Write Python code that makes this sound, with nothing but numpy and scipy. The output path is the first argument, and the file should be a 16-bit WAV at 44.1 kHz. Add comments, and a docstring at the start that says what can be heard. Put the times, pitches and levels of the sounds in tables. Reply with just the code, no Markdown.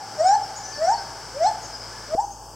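"""A steady outdoor hiss and a low machine hum are heard first, with the fading tail of an earlier call.
A gibbon hanging from a rope in its enclosure gives four rising whoops: near-pure tones with a thin,
bright edge of distortion when loud. Walls and trees answer with a few echoes and a long soft tail.
Small birds chirp in short gliding tones, and faint whistles come from far away.
During the last whoop there is a dull click, after which everything sounds a little hollow."""
import sys
import numpy as np
from scipy import signal
from scipy.fft import rfft, irfft
from scipy.io import wavfile
from scipy.ndimage import uniform_filter1d, minimum_filter1d

SR = 44100
rng = np.random.default_rng(int(sys.argv[2]) if len(sys.argv) > 2 else 0)


def master(y):
    """Save y as 16-bit WAV."""
    cut = np.clip(np.atleast_2d(y).T, -1, 1)
    pcm = np.round(cut * 32767)  # scale
    wavfile.write(sys.argv[1], SR, pcm.astype(np.int16))


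N = 112454

# outdoor rumble and hiss: (frequency [Hz], level in each hertz [dB])
AIR_SPECTRUM = [(25, -88), (70, -79.5), (140, -75), (200, -77.5), (280, -77), (500, -73), (780, -76),
                (880, -68.5), (1020, -74), (1700, -74.5), (1880, -85.5), (2150, -81.5), (2650, -89),
                (3150, -83.5), (3500, -90), (4100, -88.5), (4500, -79.5), (5200, -72.5), (6000, -79.5),
                (7100, -87), (7900, -83.5), (9200, -94), (12000, -101), (16000, -104)]
# how wide noise sounds: (frequency [Hz], level of the ears' opposite part against their shared part [dB])
STEREO_WIDTH = [(50, -5), (120, -18), (300, -14.5), (900, -25), (2500, -28), (5000, -11.5), (8000, -6),
                (12000, 1.5)]
# tones of distant machinery: (pitch [Hz], level [dB], fade-in time [s])
HUM_TONES = [(50.6, -51.5, 0.73), (108.8, -52, 0.045), (137, -66.5, .05), (284.2, -64, 0.01997)]
# how each whoop rises, one list per whoop: (time [s], pitch [Hz])
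WHOOP_PITCHES = [
    [(.18, 608.5), (.205, 623), (.25, 728.4), (.305, 793.2), (.355, 872)],
    [(.785, 587), (.82, 632.3), (.855, 680), (.892, 769), (.925, 919), (.945, 931)],
    [(1.348, 511), (1.40, 622.6), (1.432, 679), (1.455, 754), (1.47, 858.4), (1.486, 874)],
    [(2.095, 583.5), (2.143, 649.3), (2.175, 742.6), (2.192, 825), (2.206, 918), (2.225, 965)],
]
# how each whoop swells, one list per whoop: (time [s], level [dB])
WHOOP_LEVELS = [
    [(0.178, -39), (0.194, -25.5), (0.21, -17.5), (0.242, -22), (0.26, -13), (0.346, -15), (0.352, -18)],
    [(0.785, -35.5), (0.823, -21), (0.853, -19.5), (0.865, -26.5), (0.883, -16.5), (0.923, -18),
     (0.94, -22.5)],
    [(1.348, -40.5), (1.37, -28.5), (1.392, -36), (1.41, -21.5), (1.462, -14.5), (1.484, -21)],
    [(2.095, -42), (2.145, -18.5), (2.167, -39), (2.181, -17), (2.193, -13.5), (2.222, -31.5)],
]
# tone colour of each whoop; "high" means harmonics 4 to 14: (2nd harmonic boost [dB], 3rd boost [dB],
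# high boost [dB], high tilt [dB per octave], high odd over even [dB], delay of the high swell [s])
WHOOP_COLOURS = [(-2, -6, -0.5, 1.5, 10, 0.0021), (2.5, -2, -1, 4, -4, .006), (-2.5, 1.5, 4, -9, 7, 0.022),
                 (0, -8, 1, -4, -3, 0.019)]
# overtones heard on the loudest whoops, before those boosts:
# (frequency [Hz], level against the main tone [dB])
WHOOP_OVERTONES = [(1250, -26), (1550, -23), (1850, -25.5), (2150, -27.5), (2500, -42), (2800, -49),
                   (3600, -50), (4400, -34), (5300, -24.5), (6200, -31), (7000, -33.5), (7900, -31.5),
                   (8800, -46), (9800, -64)]
# echoes from posts, rocks and walls: (delay [s], level against the direct sound [dB])
WALL_ECHOES = [(.0125, -18), (.026, -24.5), (.043, -28.5)]
# soft tails of blended echoes: (time to fade by 60 dB [s], relative level [dB])
ECHO_TAILS = [(.3, -10), (1.5, -16.5)]
# bird notes: (start [s], length [s], first pitch [Hz], middle [Hz], last [Hz], relative level [dB])
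BIRD_CHIRPS = [(.422, 0.029, 5110, 5400, 5106, -31), (.552, 0.049, 6350, 6850, 6730, -32.5),
               (.622, 0.057, 4995, 6010, 6070, -32), (.66, 0.09, 6350, 6270, 5970, -40.5),
               (.718, 0.044, 5340, 4710, 4480, -33), (.755, .028, 5800, 5320, 4920, -31),
               (.835, .04, 5200, 5500, 5800, -29.5), (.933, 0.022, 4840, 4480, 4500, -31),
               (.975, 0.03, 5510, 5100, 4800, -31), (1.02, 0.012, 4500, 4500, 4400, -48),
               (1.118, 0.028, 4988, 5150, 5260, -52), (1.612, 0.065, 6500, 6480, 6220, -37),
               (1.72, 0.051, 4900, 5090, 4945, -32.5), (1.79, 0.062, 5300, 5000, 4860, -36.5),
               (1.84, 0.035, 4660, 4550, 4830, -48), (2.108, 0.028, 5450, 5500, 5340, -50),
               (2.213, 0.062, 5700, 6220, 6600, -35.5), (2.302, 0.044, 6250, 6450, 6190, -34)]
# far whistles: (start [s], length [s], first pitch [Hz], middle [Hz], last [Hz], level [dB])
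FAR_WHISTLES = [(.56, 0.35, 1690, 1745, 1780, -43), (.965, .06, 1660, 1548, 1510, -38),
                (1.9, 0.162, 1680, 1720, 1790, -46.5)]
# the hollow tone after the click: (frequency [Hz], level change [dB])
HOLLOW_COLOUR = [(55, 2), (110, -3), (220, -4.5), (330, -1), (480, -5), (650, -4.5), (950, -1.5),
                 (1400, -10.5), (1900, -14), (2150, -20), (2700, -6), (3300, -8.5), (3700, -11),
                 (4050, -24), (4500, -5.5), (5300, -7.5), (6500, -4), (16000, 2)]
# how much louder the left side is: (frequency [Hz], left minus right [dB])
LEFT_BOOST = [(100, .5), (700, 0.96), (2000, 0.24), (5000, 3.2), (8000, 4.6), (12000, 1.3)]

LEAD_S = .6   # room for a call made before the scene opens
AIR_FLICKER_DB, HUM_WAVER_DB = 0.73, -0.6
PITCH_JITTER, SHIMMER_DB, OVERTONE_FLUTTER_DB, RASP_DB = 0.0034, 1, 4, -9.5
LOUD_WHOOP_DB, TILT_PIVOT_HZ = -18, 5280
BRIGHTENING = 0.35   # extra dB the overtones gain per dB of the main tone
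ATTACK_S, RELEASE_S, LEVEL_SMOOTH_S = .015, .016, 0.032
EARLIER_WHOOP_S, EARLIER_WHOOP_DB = -0.32, -1
TAIL_BUILD_S, TAIL_DULL_HZ = .02, 4900
BIRD_DISTANCE_DB = -2
CLICK_S, CLICK_DB, CLICK_WIDTH_S = 2.1503, -17, 0.0003
RING_HZ, RING_DB, RING_FADE_S = 487, -16.5, .04
HOLLOW_FADE_S, LIMIT_DB, LIMIT_SMOOTH_S, CUTOFF_HZ = .003, -9, .003, 15800


def from_db(db):
    """Turn decibels into a number to multiply a sound by."""
    return 10 ** (np.asarray(db) / 20)


def at_hz(points, hz):
    """Read a (Hz, dB) table at any frequency, with octaves evenly spaced."""
    frequencies, db = np.transpose(points)
    return np.interp(np.log(np.maximum(hz, 1)), np.log(frequencies), db)


def colour(x, points):
    """Turn each frequency of a sound up or down by a (Hz, dB) table."""
    size = x.shape[-1]
    return irfft(rfft(x) * from_db(at_hz(points, np.fft.rfftfreq(size, 1 / SR))), size)


def drift(rate, size):
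    """A random wander that heads for a new value `rate` times a second."""
    targets = rng.standard_normal(int(size / SR * rate) + 3)
    return np.interp(np.arange(size) / SR * rate, np.arange(len(targets)), targets)


def stereo_noise(size):
    """Noise that is mostly alike in both ears lower down and wide in the treble."""
    shared, opposite = rng.standard_normal((2, size))
    return shared + colour(opposite, STEREO_WIDTH) * np.array([[1], [-1]])


def add(track, start, sound):
    """Mix a sound into a track that begins LEAD_S early."""
    i = max(int((start + LEAD_S) * SR), 0)
    track[i:i + len(sound)] += sound[:len(track) - i]


def outdoor_air():
    """Steady rumble and hiss whose level flickers slightly."""
    hiss = np.sqrt(SR / 2) * colour(stereo_noise(N), AIR_SPECTRUM)
    return hiss * from_db(AIR_FLICKER_DB * drift(14, N))


def machine_hum():
    """Distant machinery: low tones that fade in and waver a little."""
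    t = np.arange(N) / SR
    hum = np.zeros(N)
    for hz, db, fade_s in HUM_TONES:
        level = from_db(db + HUM_WAVER_DB * drift(8.7, N)) * (1 - np.exp(-t / fade_s))
        hum += np.sqrt(2) * level * np.sin(2 * np.pi * hz * t + 0.38 * drift(6.6, N))
    return hum


def whoop(glide, swell, second_db, third_db, high_db, tilt_db, odd_db, lag_s):
    """One rising, near-pure tone with a fluttering, raspy edge of distortion when loud."""
    times, db = np.transpose(swell)
    t = np.arange(times[0] - ATTACK_S, times[-1] + 4 * RELEASE_S, 1 / SR)
    size = len(t)
    pitch = np.interp(t, *np.transpose(glide)) * (1 + PITCH_JITTER * drift(300.6, size))
    phase = 2 * np.pi * np.cumsum(pitch) / SR
    loudness = from_db(np.interp(t, times, db) + SHIMMER_DB * drift(150, size))
    smooth_db = 10 * np.log10(uniform_filter1d(loudness ** 2, int(LEVEL_SMOOTH_S * SR)))
    overtone_db = smooth_db + BRIGHTENING * (smooth_db - LOUD_WHOOP_DB)
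    late_db = np.interp(t - lag_s, t, overtone_db) + high_db   # high overtones swell a moment later
    levels = [overtone_db + second_db, overtone_db + third_db]
    for k in range(4, 15):
        levels.append(late_db + odd_db * (k % 2 - .5) + tilt_db * np.log2(k * pitch / TILT_PIVOT_HZ))
    tone = loudness * np.sin(phase)
    for k, level in enumerate(levels, start=2):   # harmonic k sounds at k times the pitch
        rasp = drift(700, size) * np.cos(k * phase) + drift(700, size) * np.sin(k * phase)
        flutter_db = OVERTONE_FLUTTER_DB * drift(73.3, size)
        strength = from_db(level + at_hz(WHOOP_OVERTONES, k * pitch) + flutter_db)
        tone += strength * (np.sin(k * phase) + from_db(RASP_DB) * rasp)
    fade_in = np.clip((t - t[0]) / ATTACK_S, 0, 1)
    fade_out = np.exp(-(np.maximum(t - times[-1], 0) / RELEASE_S) ** 2)
    return np.sqrt(2) * fade_in * fade_out * tone


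def gibbon():
    """Four whoops, plus an earlier one of which only the echo tail is heard."""
    track = np.zeros(N + int(LEAD_S * SR))
    for glide, swell, tone_colour in zip(WHOOP_PITCHES, WHOOP_LEVELS, WHOOP_COLOURS):
        add(track, swell[0][0] - ATTACK_S, whoop(glide, swell, *tone_colour))
    earlier = whoop(WHOOP_PITCHES[0], WHOOP_LEVELS[0], *WHOOP_COLOURS[1])
    add(track, EARLIER_WHOOP_S, from_db(EARLIER_WHOOP_DB) * earlier)
    return track


def enclosure(x, tail_db):
    """Sound arrives directly, then bounces off walls and trees as a few echoes and soft tails."""
    t = np.arange(int(1.5 * SR)) / SR
    response = 0   # how the place answers one sharp tap
    for fade_s, db in ECHO_TAILS:
        shape = from_db(-60 * t / fade_s) * (1 - np.exp(-(t / TAIL_BUILD_S) ** 2))
        response += from_db(db + tail_db) * stereo_noise(len(t)) * shape / np.sqrt(np.sum(shape ** 2))
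    response = signal.sosfilt(signal.butter(1, TAIL_DULL_HZ, fs=SR, output="sos"), response)
    for delay, db in WALL_ECHOES:
        response[:, int(delay * SR)] += from_db(db)
    response[:, 0] += 1   # the direct sound
    return signal.fftconvolve(x[None], response, axes=1)[:, int(LEAD_S * SR):][:, :N]


def birds(notes, waver):
    """Each chirp or whistle is a wavering pure tone that curves through three pitches."""
    track = np.zeros(N + int(LEAD_S * SR))
    for start, length, first, middle, last, db in notes:
        progress = np.linspace(0, 1, int(length * SR))
        curve = np.polyval(np.polyfit([0, .5, 1], [first, middle, last], 2), progress)
        pitch = curve * (1 + waver * drift(698, SR)[:len(progress)])
        swell = from_db(db) * np.sin(np.pi * progress)
        add(track, start, swell * np.sin(2 * np.pi * np.cumsum(pitch) / SR))
    return track


def click():
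    """One dull, rounded pulse with a very short ring."""
    t = np.arange(N) / SR - CLICK_S
    after = np.maximum(t, 0)
    ring = from_db(RING_DB - 60 * after / RING_FADE_S) * np.sin(2 * np.pi * RING_HZ * after)
    return from_db(CLICK_DB) * np.exp(-(t / CLICK_WIDTH_S) ** 2) + ring


def turn_hollow(x):
    """At the click, the middle frequencies drop and everything sounds hollow."""
    blend = np.clip((np.arange(N) / SR - CLICK_S) / HOLLOW_FADE_S + .5, 0, 1)
    return (1 - blend) * x + blend * colour(x, HOLLOW_COLOUR)


def limiter(x):
    """Turn the volume down whenever the peaks pass the limit."""
    size = int(LIMIT_SMOOTH_S * SR)
    gain = np.minimum(1, from_db(LIMIT_DB) / (np.abs(x).max(axis=0) + 1e-9))
    return x * uniform_filter1d(minimum_filter1d(gain, size), size)


def scene():
    """Mix hiss, hum and click with the echoing birds and gibbon."""
    background = outdoor_air() + machine_hum()
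    chirps = enclosure(birds(BIRD_CHIRPS, waver=0.031), tail_db=10.5) * from_db(BIRD_DISTANCE_DB)
    whistles = enclosure(birds(FAR_WHISTLES, waver=0.0022), tail_db=1.5)
    whoops = enclosure(gibbon(), tail_db=0.5)
    return background + whoops + chirps + whistles + click()


def record(dry):
    """Turn hollow at the click, make the left side brighter, hold down peaks and cut the top treble."""
    left, right = turn_hollow(dry)
    left = colour(left, [(hz, db / 2) for hz, db in LEFT_BOOST])
    right = colour(right, [(hz, -db / 2) for hz, db in LEFT_BOOST])
    treble_cut = signal.ellip(12, .1, 80, CUTOFF_HZ, fs=SR, output="sos")
    return signal.sosfilt(treble_cut, limiter(np.array([left, right])))


dry = scene()
out = record(dry)
master(out)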